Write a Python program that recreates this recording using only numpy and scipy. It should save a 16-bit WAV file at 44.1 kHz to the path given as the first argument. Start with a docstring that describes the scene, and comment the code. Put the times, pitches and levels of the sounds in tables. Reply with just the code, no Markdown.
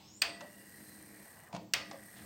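"""A disc changer's plastic lock clacks open and its carousel steps round, close by in a small room.
Friction draws a thin squeal from a disc spinning down; then the lock's impacts excite its frame.
A small motor whirs up, its brush and gear noise modulated by the turning shaft, and the gears take up
the tray with a knock. The motor slows, the tray bumps home with a hollow ring, and the next step begins."""
import sys
import numpy as np
from scipy import signal
from scipy.fft import rfft, irfft, next_fast_len
from scipy.io import wavfile
from scipy.ndimage import map_coordinates

SR = 44100
rng = np.random.default_rng(int(sys.argv[2]) if len(sys.argv) > 2 else 0)


def wav_record(signal):
    """Record a signal, one row per channel, as 16-bit PCM in the file named by sys.argv[1]."""
    frames = np.transpose(np.atleast_2d(signal))
    bounded = np.clip(frames, -1, 1)
    # unit amplitude maps onto the largest positive 16-bit level
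    quanta = np.round(bounded * 32767).astype(np.int16)
    wavfile.write(sys.argv[1], SR, quanta)


N = 99225
TIME_S = np.arange(N) / SR


def amp(db):
    """Amplitude ratio of a level in decibels."""
    return 10 ** (np.asarray(db) / 20)


def unit(x):
    """Normalisation to rms 1."""
    return x / np.sqrt(np.mean(x ** 2) + 1e-20)


def along(points, hz):
    """Interpolation of (frequency_hz, value) points on a logarithmic frequency axis."""
    knots_hz, values = np.transpose(points)
    return np.interp(np.log(hz + 1), np.log(knots_hz + 1), values)


def curves(rows):
    """Linear interpolation in time: one curve for each column after the first."""
    times, *columns = np.transpose(rows)
    return [np.interp(TIME_S, times, column) for column in columns]


def wobble(rate_hz):
    """Low-pass random modulation: a spline through rate_hz random knots a second."""
    return map_coordinates(rng.standard_normal(4000), [np.arange(N) * rate_hz / SR], mode="wrap")


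def swell(centre_s, half_length_s):
    """Gaussian envelope: a smooth rise and fall."""
    return np.exp(-((TIME_S - centre_s) / half_length_s) ** 2)


def burst(start_s, rise_s, t60_s, hold_s=0):
    """Transient envelope: attack, hold and exponential decay."""
    attack = 1 - np.exp(-np.maximum(TIME_S - start_s, 0) / rise_s)
    return attack * np.exp(-np.log(1000) * np.maximum(TIME_S - start_s - hold_s, 0) / t60_s)


def filtered(x, response):
    """Linear filtering: the spectrum of x times a frequency response."""
    size = next_fast_len(N + 8192)
    return irfft(rfft(x, size) * response(np.fft.rfftfreq(size, 1 / SR)), size)[..., :N]


def noise(spectrum, gate=1, tilt=0):
    """Source and filter: white noise, gated, shaped, tilted in dB per octave and scaled to rms 1."""
    source = gate * rng.standard_normal(N)
    return unit(filtered(source, lambda hz: amp(along(spectrum, hz) + tilt * np.log2((hz + 50) / 3000))))


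def narrowband(hz, width_hz):
    """Narrow-band noise of rms 1: random quadrature modulation of a steady or gliding carrier."""
    phase = 2 * np.pi * np.cumsum(hz * np.ones(N)) / SR
    return unit(wobble(width_hz) * np.cos(phase) + wobble(width_hz) * np.sin(phase))


def ring(modes, start_s, tilt=0, scatter_db=0.5, rise_s=0.00078):
    """Free vibration of loose parts: damped modes whose levels and phases vary from blow to blow."""
    t, out = np.arange(SR // 2) / SR, np.zeros(N + SR)
    hz, db, t60_s = np.transpose(modes)[:, :, None]
    db = db + tilt * np.log2(hz / 500) + scatter_db * rng.standard_normal(hz.shape)
    walk = np.cumsum(rng.standard_normal((len(hz), len(t))), axis=1)
    drift = 0.075 * walk / np.sqrt(SR / 100)  # rattle: 0.075 cycles rms in 10 ms
    waves = amp(db - 60 * t / t60_s) * np.sin(2 * np.pi * (hz * t + drift + rng.random(hz.shape)))
    out[round(start_s * SR):][:len(t)] = waves.sum(0) * (1 - np.exp(-t / rise_s))
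    return out[:N]


# Room noise spectrum: frequency_hz, level_db
FLOOR_SPECTRUM = [(25, -23), (50, -2.5), (90, 4.5), (200, 2), (400, -8.5), (800, -14), (1500, -17.5),
                  (3000, -22), (8000, -17.5), (10000, -55.5), (13000, -22), (15500, -20)]
# Rumble envelope: time_s, level_db
RUMBLE_LEVELS = [(2.1, -92), (2.18, -61.5), (2.25, -52.5)]

def background():
    """Ambient noise: a stationary floor, and a low rumble that swells late."""
    rumble_db, = curves(RUMBLE_LEVELS)
    rumble_spectrum = [(25, -17), (80, -16), (200, -9), (400, -27), (1500, -33), (6000, -70)]
    return amp(-64) * noise(FLOOR_SPECTRUM) + amp(rumble_db) * noise(rumble_spectrum)


# Reverberation time: frequency_hz, t60_s
ROOM_DECAY = [(150, 0.78), (700, 0.41), (2500, .38), (5000, 0.46), (8000, 0.32), (15000, 0.25)]
# Response of the reverberant field: frequency_hz, gain_db
ROOM_RESPONSE = [(200, -3), (2500, 1), (5000, -0.5), (8000, -8), (15000, 0.5)]

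def room(x, build_s=0.0029):
    """Reverberation: convolution with diffuse tails in which each frequency decays at its own rate."""
    hz, t, spectra = signal.stft(rng.standard_normal((2, SR // 2)), SR, nperseg=256)
    decay = np.exp(-np.log(1000) * t / along(ROOM_DECAY, hz)[:, None])
    tails = signal.istft(spectra * decay, SR, nperseg=256)[1]
    tails *= 1 - np.exp(-np.arange(tails.shape[1]) / SR / build_s)
    tails /= np.linalg.norm(tails[0])
    blend = np.linspace(0, np.pi / 2, N)  # equal-power crossfade from one tail to the other
    wet = signal.fftconvolve(x * np.array([np.cos(blend), np.sin(blend)]), tails, axes=1).sum(0)[:N]
    return filtered(wet, lambda hz: amp(along(ROOM_RESPONSE, hz)))


# Envelopes of rubbing plastic and of the tray nearing its stop: time_s, level_db
RUB_LEVELS = [(0, -61.5), (.1, -66), (.2, -74), (.3, -103), (2.1, -95), (2.17, -59), (2.25, -68)]
DRAG_LEVELS = [(.85, -95), (1.05, -73.5), (1.24, -69), (1.36, -65), (1.48, -67), (1.53, -65), (1.6, -81)]
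# Their spectra: frequency_hz, level_db
RUB_SPECTRUM = [(300, -23), (800, 6), (1500, -10.5), (2800, -1.5), (4000, 0), (5400, -9.5), (7000, -13),
                (8200, -6.5), (9300, -22), (15000, -20)]
DRAG_SPECTRUM = [(300, -17), (550, -7), (720, -3.5), (1050, -5.5), (1350, -17), (2500, -48), (6000, -45)]

def rubbing():
    """Sliding friction: soft broadband noise from plastic parts and the dragging tray."""
    rub_db, = curves(RUB_LEVELS)
    drag_db, = curves(DRAG_LEVELS)
    return amp(rub_db) * noise(RUB_SPECTRUM) + amp(drag_db + 3 * wobble(50.8)) * noise(DRAG_SPECTRUM)


# Squeals of the disc: centre_s, half_length_s, pitch_hz, width_hz, level_db
DISC_SQUEALS = [(0.14, 0.091, 5300, 750, -70), (0.071, 0.058, 6400, 140, -73),
                (0.083, 0.055, 5400, 650, -64.5), (0.11, 0.039, 6550, 490, -65.5),
                (0.16, 0.047, 7000, 700, -60.5)]
# Squeak envelope: time_s, level_db
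SQUEAK_LEVELS = [(.14, -100), (.18, -65), (.22, -62), (.29, -57.5), (.34, -60), (.38, -69), (.42, -100)]

def disc(rise_hz_per_s=5000, squeak_hz=8200):
    """Friction-excited vibration: the slowing disc sets off rising bands, then a wavering squeak."""
    squeal = sum(amp(db) * swell(s, half_s) * narrowband(hz + rise_hz_per_s * (TIME_S - s), width)
                 for s, half_s, hz, width, db in DISC_SQUEALS)
    squeak_db, = curves(SQUEAK_LEVELS)
    phase = 2 * np.pi * np.cumsum(squeak_hz + 45 * wobble(280)) / SR
    return squeal + amp(squeak_db + 2.3 * wobble(68)) * np.sin(phase)


# Hum envelope: time_s, level_db
HUM_LEVELS = [(0, -68), (.2, -67), (.3, -56), (.55, -63.5), (.77, -60.5), (.88, -61), (1.25, -60.5),
              (1.36, -87), (1.5, -69), (1.63, -52), (1.72, -70), (1.81, -55.5), (1.98, -62.5), (2.08, -67),
              (2.25, -56)]
# Chassis resonances: pitch_hz, width_hz, relative_level_db
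CHASSIS_RESONANCES = [(203.9, 18, -4.5), (309, 12, -8)]
# Broad part of the hum: frequency_hz, level_db
HUM_SPECTRUM = [(50, -19), (110, -14.5), (160, -7), (205, -0.5), (260, -8), (310, -9), (360, -9.5),
                (600, -15), (2000, -43)]

def chassis():
    """Forced vibration: the chassis hums under the motor, with two narrow resonances."""
    hum_db, = curves(HUM_LEVELS)
    resonances = sum(amp(db) * narrowband(hz, width) for hz, width, db in CHASSIS_RESONANCES)
    return amp(hum_db) * (resonances + amp(-2) * noise(HUM_SPECTRUM))


# Passing rasps of the gear train: centre_s, half_length_s, pitch_hz, width_hz, level_db
GEAR_RASPS = [(0.58, 0.11, 2830, 201.6, -71.5), (0.935, 0.36, 4100, 343, -74.5),
              (1.113, 0.14, 2270, 328.6, -69.5), (1.416, .06, 2860, 128.3, -77)]

def gear_rasp():
    """Friction in the gear train: narrow bands of noise swell and fade."""
    return sum(amp(db) * swell(s, half_s) * narrowband(hz, width)
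               for s, half_s, hz, width, db in GEAR_RASPS)


# Whine envelope: time_s, level_db
WHINE_LEVELS = [(.22, -95), (.28, -57), (.44, -63.5), (.56, -66), (.9, -72.5), (1.15, -75), (1.3, -68),
                (1.455, -70), (1.52, -100), (1.76, -104), (1.82, -59.5), (1.97, -69), (2.1, -68),
                (2.25, -71)]

def gear_whine(speed, shaft, crawl_hz=1980, sag_hz=50):
    """Modulated narrow-band noise: the whine swells once a turn and sags in pitch at high speed."""
    whine_db, = curves(WHINE_LEVELS)
    pitch_hz = crawl_hz - sag_hz * (speed / speed.max()) ** 2
    return amp(whine_db + 2.4 * wobble(200) + 0.99 * shaft) * narrowband(pitch_hz, width_hz=66)


# Motor run: time_s, shaft_speed_hz, brush_gain_db, gear_gain_db
MOTOR_RUN = [(0, 11, -50, -50), (.22, 10.5, -27, -28), (.28, 19, -27, -7), (.43, 28, -8, 2.5),
             (.54, 36.7, -4, -4), (.68, 36, -3, -1.5), (.9, 34.6, -0.5, 0), (1.07, 37, -4, 0),
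             (1.29, 36.3, -2, 0.5), (1.39, 30.3, -5.5, 0.5), (1.48, 26, -11.5, 1), (1.53, 8.8, -24, -13),
             (1.6, 10.4, -24, -40), (1.74, 5.8, -48, -45), (1.8, 22, -16.5, -3), (1.94, 29, -7.5, 2.5),
             (2.05, 35, -2.5, 1), (2.25, 36, -1, 4)]
# Spectra of brush fizz, brush buzz and gear whirr: frequency_hz, level_db
FIZZ_SPECTRUM = [(1000, -8), (3400, -19), (4200, -9), (5500, -10.5), (7600, -11), (8600, 3), (9600, -8.5),
                 (10250, -13.5), (11200, -5.5), (11900, -8), (12450, 1.5), (13200, -33), (14200, -6),
                 (14900, -8), (15800, -12.5)]
BUZZ_SPECTRUM = [(6000, -76), (7700, 4), (8300, 2.5), (8850, 10), (9300, -19), (10200, -3)]
WHIRR_SPECTRUM = [(300, -18.5), (480, -6), (700, -2.5), (1000, -9.5), (1350, -8.5), (1700, 4.5), (1900, 5),
                  (2100, -3), (2400, -8.5), (3200, -14.5), (5000, -28), (9000, -53)]

def motor():
    """Amplitude modulation by rotation: brushes spark six times a turn, gears swell once a turn."""
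    speed, brush_db, gear_db = curves(MOTOR_RUN)
    angle = 2 * np.pi * np.cumsum(speed * (1 + 0.0031 * wobble(17.1))) / SR
    segments, poles, shaft = np.cos(6 * angle), np.cos(3 * angle), np.cos(angle)
    sparks = segments + 0.57 * poles + 0.21 * shaft + 0.75 * wobble(330)
    fizz = amp(-57 + brush_db) * noise(FIZZ_SPECTRUM, gate=amp(1.5 * sparks))
    buzz = amp(-66 + 0.55 * brush_db) * noise(BUZZ_SPECTRUM, gate=amp(7 * sparks + 2 * shaft))
    mesh = unit(amp(3.5 * shaft + 2.5 * segments + 1.3 * wobble(120)))
    whirr = amp(-64 + gear_db) * noise(WHIRR_SPECTRUM, gate=mesh)
    return fizz + buzz + whirr + gear_whine(speed, shaft)


# Shudders of the gear train: start_s, level_db
GEAR_SHUDDERS = [(.258, -51.5), (0.412, -49), (1.785, -57), (1.918, -51)]
# Their spectrum: frequency_hz, level_db
SHUDDER_SPECTRUM = [(100, -56), (215, 5.5), (340, -19), (450, -9.5), (560, 5), (640, -0.5), (740, -6),
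                    (1100, -12), (1800, -37), (5000, -60)]

def gear_shudder():
    """Transient response to sudden load: a short, low chatter of the gears."""
    return sum(amp(db) * noise(SHUDDER_SPECTRUM) * burst(s, rise_s=0.0013, t60_s=0.083, hold_s=0.038)
               for s, db in GEAR_SHUDDERS)


# Knocks of the tray: start_s, ring_level_db, tick_level_db, ring_tilt_db_per_octave
TRAY_KNOCKS = [(.4068, -65.5, -41, 6), (.4112, -80, -42.5, 8), (1.5275, -56.5, -42.5, 18),
               (1.5385, -43, -45, -5), (1.5475, -49.5, -38.5, -4), (1.5555, -52, -43.5, -9),
               (1.563, -54.5, -38.5, 16), (1.9115, -75, -38.5, -10), (1.917, -60.5, -64, -6.5)]
# Modes of the tray: pitch_hz, level_db, t60_s
TRAY_RESONANCES = [(109.36, -33.5, 0.23), (189.5, 3, 0.13), (286, -7.5, 0.19), (511, -10, 0.21),
                   (625, 0.5, 0.12), (689, 7.5, 0.093), (829, -9.5, 0.15), (948, -4, 0.1),
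                   (1033, -14.5, 0.14)]
# Contact tick: frequency_hz, level_db
TICK_SPECTRUM = [(150, -45.5), (400, -3.5), (900, 12), (1400, -0.5), (4500, -3), (7000, -7.5),
                 (10000, -21.5), (15000, -39)]

def tray():
    """Impact excitation of modes: the tray meets its drive or its stop with a tick and a hollow ring."""
    out = np.zeros(N)
    for s, ring_db, tick_db, tilt in TRAY_KNOCKS:
        out += amp(ring_db) * ring(TRAY_RESONANCES, s, tilt, rise_s=0.0027)
        out += amp(tick_db) * noise(TICK_SPECTRUM) * burst(s, rise_s=0.0008, t60_s=0.035)
    return out


# Contacts of the lock: start_s, level_db, crack_tilt_db_per_octave
LOCK_CLACKS = [(0.2168, -30.5, 15), (0.2192, -20, 1), (0.223, -28.5, 1), (1.7363, -20.5, 2),
               (1.7408, -26, -5)]
# Spectra of the contact and of the wash of room reverberation: frequency_hz, level_db
CLACK_SPECTRUM = [(150, -67), (400, -34), (560, -19), (900, -22.5), (1500, -5.5), (2500, 1.5), (3700, -3.5),
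                  (4050, -10.5), (4500, 2), (5600, -4.5), (7300, -9.5), (8400, -5), (9800, -29),
                  (12000, -22), (15000, -18)]
WASH_SPECTRUM = [(150, 0), (350, -8.5), (650, -2.5), (900, 1.5), (1500, -2.5), (2500, -0.5), (3800, -5.5),
                 (4800, -6), (6500, -11.5), (9000, -17.5), (15000, -37)]
# Modes of the lock and its frame: pitch_hz, level_db, t60_s
LOCK_RESONANCES = [(681, -1.5, 0.81), (1223.5, 0, 0.53), (1396, -15, 0.14), (1548, -22, 0.23),
                   (1752, 1, 0.15), (2070, -9, .18), (2298, 6, 0.12), (2703, -6, 0.6), (3100, -15, 0.18),
                   (3260, 5, 0.19), (3710, 2, 0.31), (4300, -5, 0.12), (5040, 10, 0.1)]

def lock():
    """Impulsive excitation: plastic cracks, the frame rings, a dense wash of room reverberation trails."""
    out = np.zeros(N)
    for s, db, tilt in LOCK_CLACKS:
        crack = noise(CLACK_SPECTRUM, tilt=tilt) * burst(s, rise_s=0.0001, t60_s=0.016, hold_s=0.0019)
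        body = amp(-13) * noise(CLACK_SPECTRUM, tilt=-6) * burst(s, rise_s=0.001, t60_s=0.18)
        wash = amp(-20) * noise(WASH_SPECTRUM) * burst(s, rise_s=0.0077, t60_s=0.36)
        frame = amp(-30.5) * ring(LOCK_RESONANCES, s)
        out += amp(db) * (crack + body + wash + frame)
    return out


# Faint hiss in antiphase between left and right: frequency_hz, level_db
SIDE_SPECTRUM = [(30, 0), (100, 0.5), (300, 4), (1000, -2.5), (8000, 1), (15000, -0.5)]

def scene():
    """Superposition of direct sound, reverberation and ambient noise, nearly mono."""
    clacks = lock()
    knocks = tray() + gear_shudder()
    running = motor() + chassis() + disc() + gear_rasp() + rubbing()
    reverberation = room(amp(-11.5) * clacks + amp(-7.5) * knocks + amp(-9.5) * running)
    mid = clacks + knocks + running + reverberation + background()
    side = amp(-84.5) * noise(SIDE_SPECTRUM)
    return np.array([mid + side, mid - side])


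def record(dry):
    """Band limiting and soft saturation: a small microphone loses both extremes and rounds off peaks."""
    low_hz, top_hz, ceiling = 66, 15900, 0.29
    x = signal.sosfilt(signal.butter(2, low_hz, "high", fs=SR, output="sos"), dry)
    x = x / (1 + (x / ceiling) ** 4) ** 0.25
    return filtered(x, lambda hz: np.clip((top_hz - hz) / 200 + 0.5, 0, 1))


dry = scene()
out = record(dry)
wav_record(out)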